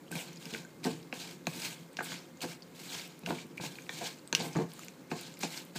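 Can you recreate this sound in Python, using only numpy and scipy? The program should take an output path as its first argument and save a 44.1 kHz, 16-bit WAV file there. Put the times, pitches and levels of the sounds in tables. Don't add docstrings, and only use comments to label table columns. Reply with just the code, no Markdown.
import sys
import numpy as np
from scipy import signal
from scipy.fft import rfft, irfft
from scipy.io import wavfile
from scipy.ndimage import uniform_filter1d

SR = 44100
rng = np.random.default_rng(int(sys.argv[2]) if len(sys.argv) > 2 else 0)


def wav_record(signal):
    frames = np.transpose(np.atleast_2d(signal))
    bounded = np.clip(frames, -1, 1)
    quanta = np.round(bounded * 32767).astype(np.int16)
    wavfile.write(sys.argv[1], SR, quanta)


def amplitude_ratio(level_db):
    exponent = np.asarray(level_db, float) / 20
    return 10 ** exponent


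N = 254898

# f/Hz, width/Hz, level/dB
BOWL_DEEP_MODES = [(116.3, 30, -6.5), (145.6, 17.7, 1), (170.9, 11.5, 5.5)]
BOWL_LOW_MODES = [(207, 38, -5.5), (258, 25.7, 2), (348.3, 46, -4.5), (445.7, 18.2, -4)]
BOWL_UPPER_MODES = [(500, 16, 8), (695, 66, 8.5), (860, 91, 9.5), (1023, 210, 3.5), (1080, 25, 7),
                    (1580, 155, 2), (2340, 320, 0.5), (2600, 230, -0.5)]
# f/Hz, width/Hz, level/dB
STICK_MODES = [(1592, 64, 24), (2500, 5400, 3.5), (3200, 500, -38), (4200, 1100, 17.5), (6100, 4200, 1),
               (6600, 420, 14.5)]


def evened(x):
    return x / np.sqrt(np.mean(x ** 2) + 1e-20)


def read(points, hz):
    f, value = np.transpose(points)
    return np.interp(np.log(hz + 1), np.log(f + 1), value)


def follow(rows):
    s, *columns = np.transpose(rows)
    return [np.interp(np.arange(N) / SR, s, c) for c in columns]


def add(mix, s, sound):
    part = mix[round(s * SR):][:len(sound)]
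    part += sound[:len(part)]


def coloured(x, points):
    gain = amplitude_ratio(read(points, np.fft.rfftfreq(len(x), 1 / SR)))
    return irfft(rfft(x) * gain, len(x))


def resonate(x, hz, width):
    r = np.exp(-np.pi * width / SR)
    return 2 * signal.lfilter([1 - r], [1, -r * np.exp(2j * np.pi * hz / SR)], x).real


def body(x, modes, damping=1):
    out = 0
    for k, (hz, width, db) in enumerate(modes):
        out = out + (-1) ** k * amplitude_ratio(db) * resonate(x, hz, width * damping)
    return out


def grains(length, per_s, spread_db):
    chance, sign = rng.random((2, length))
    size = amplitude_ratio(spread_db * np.minimum(rng.exponential(1, length), 5))
    return evened(size * np.sign(sign - .5) * (chance < per_s / SR))


def flicker(span_s, depth_db):
    span = round(span_s * SR)
    drift = uniform_filter1d(uniform_filter1d(rng.standard_normal(N), span), span)
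    return evened(amplitude_ratio(depth_db * evened(drift)))


def hum():
    # f/Hz, level/dB
    air_spectrum = [(25, -17), (50, -7.5), (80, -11), (125, -8), (165, -3.5), (260, 0.5), (420, -6.5),
                    (640, -13), (1000, -13.5), (2000, -19.5), (4000, -47), (7000, -27), (10000, -31.5),
                    (15500, -28.5)]
    # f/Hz, width/Hz, rms level/dB
    appliance_peaks = [(179.5, 9.1, -64), (264, 75, -68.5), (521.4, 28, -65.5), (2110, 15, -76.5)]
    out = amplitude_ratio(-57) * evened(coloured(rng.standard_normal(N), air_spectrum))
    for hz, width, db in appliance_peaks:
        out += amplitude_ratio(db) * evened(resonate(rng.standard_normal(N), hz, width))
    return out


def strokes(swelling=1, fading=1, dryness=0):
    # landing t/s, swell/s, peak level/dB, fade/(dB/s), dryness of the flour/dB
    stroke_rows = [(0.116, 0.1, -43.5, 302, 3.5), (.24, 0.042, -55, 52, 0), (.4, 0.17, -47, 151, 0),
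                   (0.842, 0.0049, -41.5, 101, 1), (1.139, 0.096, -45.5, 101, 0),
                   (1.307, 0.013, -55, 380, 4), (1.471, 0.19, -41.5, 88, 2.5), (1.97, .03, -51.5, 100, -4),
                   (2.029, .025, -50.5, 300, 10.5), (2.05, 0.077, -44, 119, -1), (2.419, 0.01, -40, 600, 1),
                   (2.445, 0.074, -48, 273, 1.5), (2.751, 0.24, -43.5, 109, 1.5),
                   (2.921, 0.034, -44.5, 250, -2.5), (3.1, 0.02, -65, 27, -4), (3.261, 0.043, -47, 113, 2),
                   (3.34, 0.064, -50, 251, -2), (3.574, 0.0059, -54, 900, 0.5),
                   (3.611, 0.054, -42.5, 400, 0.5), (3.7, 0.029, -56, 39, 4.5), (3.8, 0.062, -65, 100, 6),
                   (3.9, 0.18, -40.5, 230, -0.5), (4.13, 0.0088, -61.5, 95, 3), (4.351, 0.011, -43, 200, 1),
                   (4.396, 0.014, -38.5, 400, -8), (4.42, 0.027, -46.5, 123, 4),
                   (4.53, 0.065, -50.5, 165, -1), (4.69, 0.14, -54.5, 115, 4), (5.105, 0.0088, -54, 300, 0),
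                   (5.118, 0.0087, -49.5, 60, -1), (5.16, 0.062, -49.5, 68, 0),
                   (5.408, 0.017, -45.5, 306, 4.5), (5.429, 0.024, -39.5, 500, -7),
                   (5.47, 0.11, -45, 238, 2), (5.619, 0.016, -63.5, 64, 6), (5.756, .025, -43.5, 100, 0)]
    land_db_per_s, swell_db_per_s, rest_db = 2000, 60, -66
    lift_s = 0.48
    t = np.arange(0, N, 32) / SR
    power = amplitude_ratio(2 * rest_db)
    for land, swell, db, fade, dry_db in stroke_rows:
        left = np.clip(land + swell - t, 0, swell)
        past = np.maximum(t - land - swell, 0)
        lost_db = swelling * swell_db_per_s * left
        lost_db = lost_db + fading * fade * past * (1.104 + past / lift_s)
        lost_db = lost_db + land_db_per_s * np.maximum(land - t, 0)
        power = power + amplitude_ratio(2 * (db + dryness * dry_db - lost_db))
    return np.interp(np.arange(N) / SR, t, 10 * np.log10(power))


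def crumbs(count, per_s):
    out, t = np.zeros(N), np.arange(300) / SR
    for hz in np.geomspace(2200, 9000, count):
        grain = np.sin(2 * np.pi * hz * t) * t * np.exp(-t * hz / 2.2)
        grain = evened(grain) * (2200 / hz) ** .6
        out += signal.oaconvolve(grains(N, per_s / count, spread_db=3.0), grain)[:N]
    return evened(out)


def shifting(x, centre_hz, lift_db, octaves, patchy_db):
    hz, t, z = signal.stft(x, SR, nperseg=256)
    centre = np.interp(t, np.arange(N) / SR, centre_hz)
    away = np.log2((hz[:, None] + 1) / centre) / octaves
    patches = uniform_filter1d(rng.standard_normal(z.shape), 6, 0)
    patches = evened(uniform_filter1d(patches, 10, 1))
    gain = amplitude_ratio(lift_db * np.exp(-away ** 2) + patchy_db * patches)
    return signal.istft(z * gain, SR, nperseg=256)[1][:N]


def drag():
    # t/s, shudder level/dB, hiss centre f/Hz
    load_rows = [(0, -53.5, 3000), (.12, -54.5, 2800), (.7, -56.5, 3720), (.93, -44, 3700),
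                 (1.1, -55, 2840), (1.4, -52.5, 3900), (1.54, -49, 3600), (1.9, -55.5, 3200),
                 (2.05, -54.5, 3500), (2.7, -57, 3960), (3.2, -53, 3200), (3.57, -52.5, 2860),
                 (3.65, -48.5, 4200), (3.73, -53.5, 3320), (4.3, -56, 3820), (4.44, -44, 3330),
                 (4.55, -57, 3650), (5.78, -54.5, 4200)]
    # f/Hz, level/dB
    grit_spectrum = [(590, -49), (1000, -43), (1200, 14.5), (1350, 13), (1890, 11.5), (3670, 14.5),
                     (7420, 16), (10000, -28), (13000, -76), (22000, -120)]
    # f/Hz, level/dB
    fizz_spectrum = [(5000, -59), (7800, 5.5), (8800, 1), (10300, -2), (11800, -1.5), (13500, -1),
                     (15000, -1), (16000, -5.5)]
    drag_db = strokes()
    load_db, centre_hz = follow(load_rows)
    effort_db = drag_db + 55
    low_db = load_db + 0.26 * effort_db
    upper_db = -64 + 0.78 * effort_db
    fizz_db = -8 + strokes(swelling=0.76, fading=0.93, dryness=1) - drag_db
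    pressure = flicker(0.006, 1.23) * flicker(0.018, 0.73)

    slips = grains(N, per_s=9000, spread_db=1.0)
    hiss = evened(body(slips, STICK_MODES))
    hiss = hiss + amplitude_ratio(0.5) * evened(coloured(slips[::-1], grit_spectrum))
    hiss = evened(hiss) + amplitude_ratio(-2) * crumbs(count=12, per_s=3500)
    hiss = shifting(hiss, centre_hz, lift_db=1.5, octaves=0.4, patchy_db=1.3)
    fizz = evened(coloured(slips, fizz_spectrum)) * amplitude_ratio(fizz_db)

    bumps = grains(N, per_s=1200, spread_db=2.5) * pressure
    low = evened(body(bumps, BOWL_DEEP_MODES + BOWL_LOW_MODES)) * amplitude_ratio(low_db)
    upper = evened(body(bumps, BOWL_UPPER_MODES)) * amplitude_ratio(upper_db)
    return amplitude_ratio(drag_db) * pressure * (evened(hiss) + fizz) + low + upper


def ticks():
    # t/s, peak level/dB, ring f/Hz, upper ring level/dB, t60/s
    tap_rows = [(.0802, -51, 3100, -14, 0.015), (0.1242, -39.5, 1585, -16, 0.046),
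                (0.1542, -33, 2440, -15, .013), (0.5468, -30, 2341, -16.5, 0.0046),
                (.548, -34.5, 1610, -20, 0.0099), (.6487, -46.5, 1560, -23, 0.018),
                (3.263, -37, 1600, -20, 0.013), (0.8327, -42, 2400, -6, 0.011),
                (1.126, -28, 2540, -9.5, 0.0084), (1.4684, -25, 2500, -7.5, 0.014),
                (1.9889, -30, 1620, -25, 0.029), (1.9923, -30.5, 2400, -15, 0.0041),
                (2.007, -25.5, 1410, -20, 0.0047), (2.4057, -39, 3080, -4, 0.0088),
                (3.235, -46, 2550, -1, .012), (3.261, -26, 2740, -2, 0.006),
                (3.2882, -40, 2110, -10, 0.008), (3.3054, -31, 1500, -3, 0.0088),
                (3.3835, -39, 2340, -10, 0.012), (3.387, -40, 2320, -14, 0.011),
                (3.574, -45, 2360, -19, .01), (3.5784, -37, 2350, -30, 0.013),
                (3.5788, -37, 2400, -30, 0.0091), (3.7853, -38.5, 2400, -23, 0.012),
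                (3.786, -44.5, 1650, -23, 0.014), (3.866, -45.5, 2490, -13, .0069),
                (3.893, -32, 1820, -7, 0.017), (4.5656, -34.5, 1180, -19, 0.028),
                (5.1146, -29, 2540, -7, 0.011)]
    # t/s, peak level/dB, low ring f/Hz, high ring f/Hz, t60/s
    clack_rows = [(0.115, -33.5, 2530, 8250, 0.015), (0.4274, -52, 2530, 3400, 0.01),
                  (0.455, -31, 2650, 4940, 0.0049), (0.537, -30.5, 2870, 3430, 0.013),
                  (0.539, -32, 2260, 3900, 0.004), (0.842, -27.5, 2430, 4900, 0.0051),
                  (0.8482, -27, 1930, 4350, 0.0074), (1.0285, -43, 2100, 5000, 0.0022),
                  (1.9689, -26.5, 2600, 4500, 0.0034), (2.119, -38, 1580, 3220, .014),
                  (2.9471, -32, 3150, 5300, 0.0083), (2.9955, -33, 2300, 4500, 0.012),
                  (3.7545, -39, 2500, 4240, 0.021), (3.8922, -29, 2300, 3520, 0.017),
                  (4.327, -21, 1690, 4250, 0.012), (4.327, -17.5, 2500, 6060, 0.0066),
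                  (4.3495, -9, 2900, 5850, 0.0045), (4.4005, -31, 2350, 4600, 0.014),
                  (4.7175, -39.5, 3180, 4850, 0.0044), (4.792, -38, 1270, 6950, 0.014),
                  (4.8334, -40, 2130, 7100, 0.011), (4.883, -31.5, 2450, 6870, 0.0056),
                  (5.371, -42.5, 2260, 5100, 0.0077), (5.4328, -22.5, 2500, 3700, 0.0033),
                  (5.4353, -25, 2600, 5630, 0.0087), (5.504, -37, 4050, 7100, .006),
                  (1.469, -27.5, 4250, 6600, 0.0073), (5.7604, -31, 1640, 3900, 0.013)]
    # t/s, peak level/dB, ring f/Hz
    click_rows = [(0.33, -45, 5900), (.3591, -41, 6900), (0.372, -42.5, 4940), (1.31, -40, 4900),
                  (0.849, -37, 8550), (1.4551, -48, 3660), (1.6192, -31, 4970), (1.931, -48, 8300),
                  (2.0423, -37, 9200), (2.045, -39, 7400), (2.052, -45, 5000), (.649, -46, 7000),
                  (.909, -48, 7200), (.872, -47, 7240), (5.233, -42, 3970), (2.372, -47, 6740),
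                  (2.622, -39, 4700), (2.629, -44, 4570), (2.408, -41, 7000), (3.6097, -41, 4340),
                  (3.821, -45.5, 6470), (4.186, -47, 7400), (4.275, -37, 8200), (4.284, -49, 8500),
                  (4.192, -49, 4440), (4.531, -41, 6300), (4.5667, -35.5, 6750), (5.3395, -40, 7200),
                  (5.4131, -37, 6500), (5.429, -40, 8100), (5.5753, -32.5, 4260)]
    # f/Hz, level/dB
    snap_spectrum = [(300, -35), (1000, -61), (3000, 21), (6500, 20.5), (10000, -49), (15000, -75)]
    out, t = np.zeros(N), np.arange(3000) / SR
    # t/s, level/dB, low f/Hz, high f/Hz, high level/dB, t60/s
    rows = [(s, db, hz, 3900, upper_db, t60) for s, db, hz, upper_db, t60 in tap_rows]
    rows += [(s, db, low, high, 3, t60) for s, db, low, high, t60 in clack_rows]
    rows += [(s, db, 2400, hz, 44, .012) for s, db, hz in click_rows]
    for s, db, low_hz, high_hz, high_db, t60 in rows:
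        fall_db = -60 * (t / t60) ** 1.1
        low = np.sin(2 * np.pi * low_hz * t) * amplitude_ratio(fall_db)
        high = np.sin(2 * np.pi * high_hz * t) * amplitude_ratio(1.78 * fall_db + high_db)
        snap = evened(coloured(rng.standard_normal(len(t)), snap_spectrum))
        snap = snap * amplitude_ratio(-60 * t / 0.0031 + high_db - 5.0)
        slip = evened(body(rng.standard_normal(len(t)), STICK_MODES))
        slip = slip * amplitude_ratio(-60 * t / 0.024 - 19.5 + 0.66 * min(high_db, 0))
        sound = (low + high + snap + slip) * (1 - np.exp(-t / .00015))
        add(out, s + .0006, amplitude_ratio(db) * sound / abs(sound).max())
    echoes = rng.standard_normal(len(t)) * amplitude_ratio(-60 * t / .035) * (t > .0015)
    echoes *= amplitude_ratio(-8.5) / np.linalg.norm(echoes)
    echoes[0] = amplitude_ratio(2.0)
    return signal.oaconvolve(out, echoes)[:N]


def knocks():
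    # t/s, peak level/dB, push/s, upper modes level/dB, deep modes level/dB
    tumble_rows = [(.113, -37, 0.03, -21, -11), (.16, -38, 0.038, -1, -25), (0.455, -38, 0.0074, -25, -13),
                   (0.517, -34.5, 0.047, -20, -18), (0.856, -26.5, 0.024, -16.5, -18),
                   (0.884, -39, 0.024, -16, -18), (2.008, -37, 0.014, -12, -27),
                   (2.431, -32, 0.012, -12.5, -18), (3.267, -32.5, 0.013, -10.5, -8.5),
                   (3.292, -28.5, 0.0081, -20, -22), (3.315, -30, 0.021, -17.5, -20),
                   (3.629, -34, 0.02, -10, -10), (4.008, -31.5, 0.02, -5.5, -15),
                   (4.397, -32, 0.02, -11.5, -16), (4.428, -34, 0.038, -8, -14),
                   (4.561, -25.5, 0.028, -21, -15.5), (4.603, -28, 0.023, -18, -13),
                   (5.125, -33, .02, -15, -20), (5.44, -28.5, 0.0096, -18.5, -19)]
    # t/s, peak level/dB, upper modes level/dB, deep modes level/dB
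    rap_rows = [(0.1097, -38, -12, -20), (.151, -34.5, -14, -3.5), (0.8504, -24.5, -20, -20),
                (0.8636, -26.5, -22, -11), (0.866, -25.5, -19, -23), (.877, -29.5, -24, -21),
                (1.1264, -31, -10.5, -27), (1.469, -24, -11, -11), (1.9864, -29.5, -8, -15),
                (2.003, -30.5, -4, -25), (2.119, -33.5, 3, -25), (2.441, -32.5, -10, -20),
                (2.451, -32, -24, -20), (3.231, -38.5, -22, -10), (3.287, -33, -12, -14),
                (3.3045, -23.5, -11, -18), (3.444, -39.5, -30, -11), (3.598, -31.5, -4, 4),
                (3.892, -37.5, -10, -33), (4.3263, -26, -13.5, -17), (4.552, -25.5, -35, -11),
                (4.5573, -22, -20, -15.5), (4.564, -27.5, -14, -14), (4.5859, -24.5, -16, -19),
                (4.597, -25, -18, -20), (5.1139, -24, -14.5, -18), (5.121, -34, -13, -24),
                (5.431, -26, -11, -24), (5.436, -29, -14, -24), (5.755, -34, -15, -7.5)]
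    out, t = np.zeros(N), np.arange(12000) / SR
    rap_push_s, soft_s, cushion_s = 0.003, .00025, 0.00017
    give = np.exp(-1 / (cushion_s * SR))
    rows = [(*row, 0.99, 15) for row in tumble_rows]
    rows += [(s, db, rap_push_s, *modes_db, 1.28, 45) for s, db, *modes_db in rap_rows]
    for s, db, push_s, upper_db, deep_db, damping, contact in rows:
        shove = grains(len(t), per_s=1200, spread_db=0.0) * np.exp(-t / push_s)
        shove[0] += contact
        shove = uniform_filter1d(shove, round(soft_s * SR), origin=-4, mode="constant")
        shove = signal.lfilter([1 - give], [1, -give], shove)
        sound = evened(body(shove, BOWL_LOW_MODES, damping))
        sound += amplitude_ratio(upper_db + 11.0) * evened(body(shove, BOWL_UPPER_MODES, 1.2 * damping))
        sound += amplitude_ratio(deep_db + 10.5) * evened(body(shove, BOWL_DEEP_MODES, damping))
        add(out, s + 0.00105, amplitude_ratio(db) * sound / abs(sound).max())
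    return out


def specks():
    # t/s, peak level/dB
    speck_rows = [(0.1164, -30), (0.154, -28), (0.4544, -33), (0.5726, -37), (0.8415, -31), (1.4546, -59),
                  (1.4686, -29), (1.9305, -41), (2.031, -31), (2.4064, -37), (2.4274, -44), (2.837, -34),
                  (2.935, -33), (3.0759, -33), (3.1916, -38), (3.2784, -42), (3.466, -41), (3.574, -42),
                  (4.2742, -44), (4.327, -31), (4.349, -25), (4.3999, -38), (4.7347, -31.5), (4.793, -35),
                  (4.8474, -33), (5.2115, -25.5), (5.391, -31), (5.4266, -37), (5.6501, -35),
                  (5.7588, -32.5)]
    out, t = np.zeros(N), np.arange(300) / SR
    for s, db in speck_rows:
        noise = uniform_filter1d(rng.standard_normal(len(t) + 2), size=2)
        snap = np.diff(noise, 2) * amplitude_ratio(-60 * t / 0.0021)
        add(out, s + 0.00097, amplitude_ratio(db - 2.5) * snap / abs(snap).max())
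    return out


def kitchen(x):
    # f/Hz, t60/s
    room_decay = [(100, 0.16), (400, 0.19), (1500, 0.34), (4000, 0.11), (12000, 0.12)]
    reflections = np.zeros(SR // 2)
    start = np.arange(150, SR // 2 - 20, 20)
    arrival = start + rng.integers(0, 20, len(start))
    reflections[arrival] = rng.choice([-1., 1.], len(start))
    hz, t, z = signal.stft(reflections, SR, nperseg=256)
    decay = amplitude_ratio(-60 * t / read(room_decay, hz)[:, None])
    tail = signal.istft(z * decay, SR, nperseg=256)[1]
    return signal.fftconvolve(x, tail / np.linalg.norm(tail))[:N]


def scene():
    air, stroke = hum(), drag()
    hits = knocks() + specks() + ticks()
    room = kitchen(amplitude_ratio(-13.0) * hits + amplitude_ratio(-11.5) * stroke)
    return (hits + stroke + room + air)[None]


def roll_off(x):
    return signal.sosfilt(signal.butter(12, 16500, fs=SR, output="sos"), x)


def record(dry):
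    thin = signal.sosfilt(signal.butter(2, 110, "high", fs=SR, output="sos"), dry)
    dull = signal.oaconvolve(thin, signal.firwin(511, 15380, fs=SR)[None], "same")
    mix = dull + amplitude_ratio(-44) * (thin - dull)
    return roll_off(mix)


dry = scene()
out = record(dry)
wav_record(out)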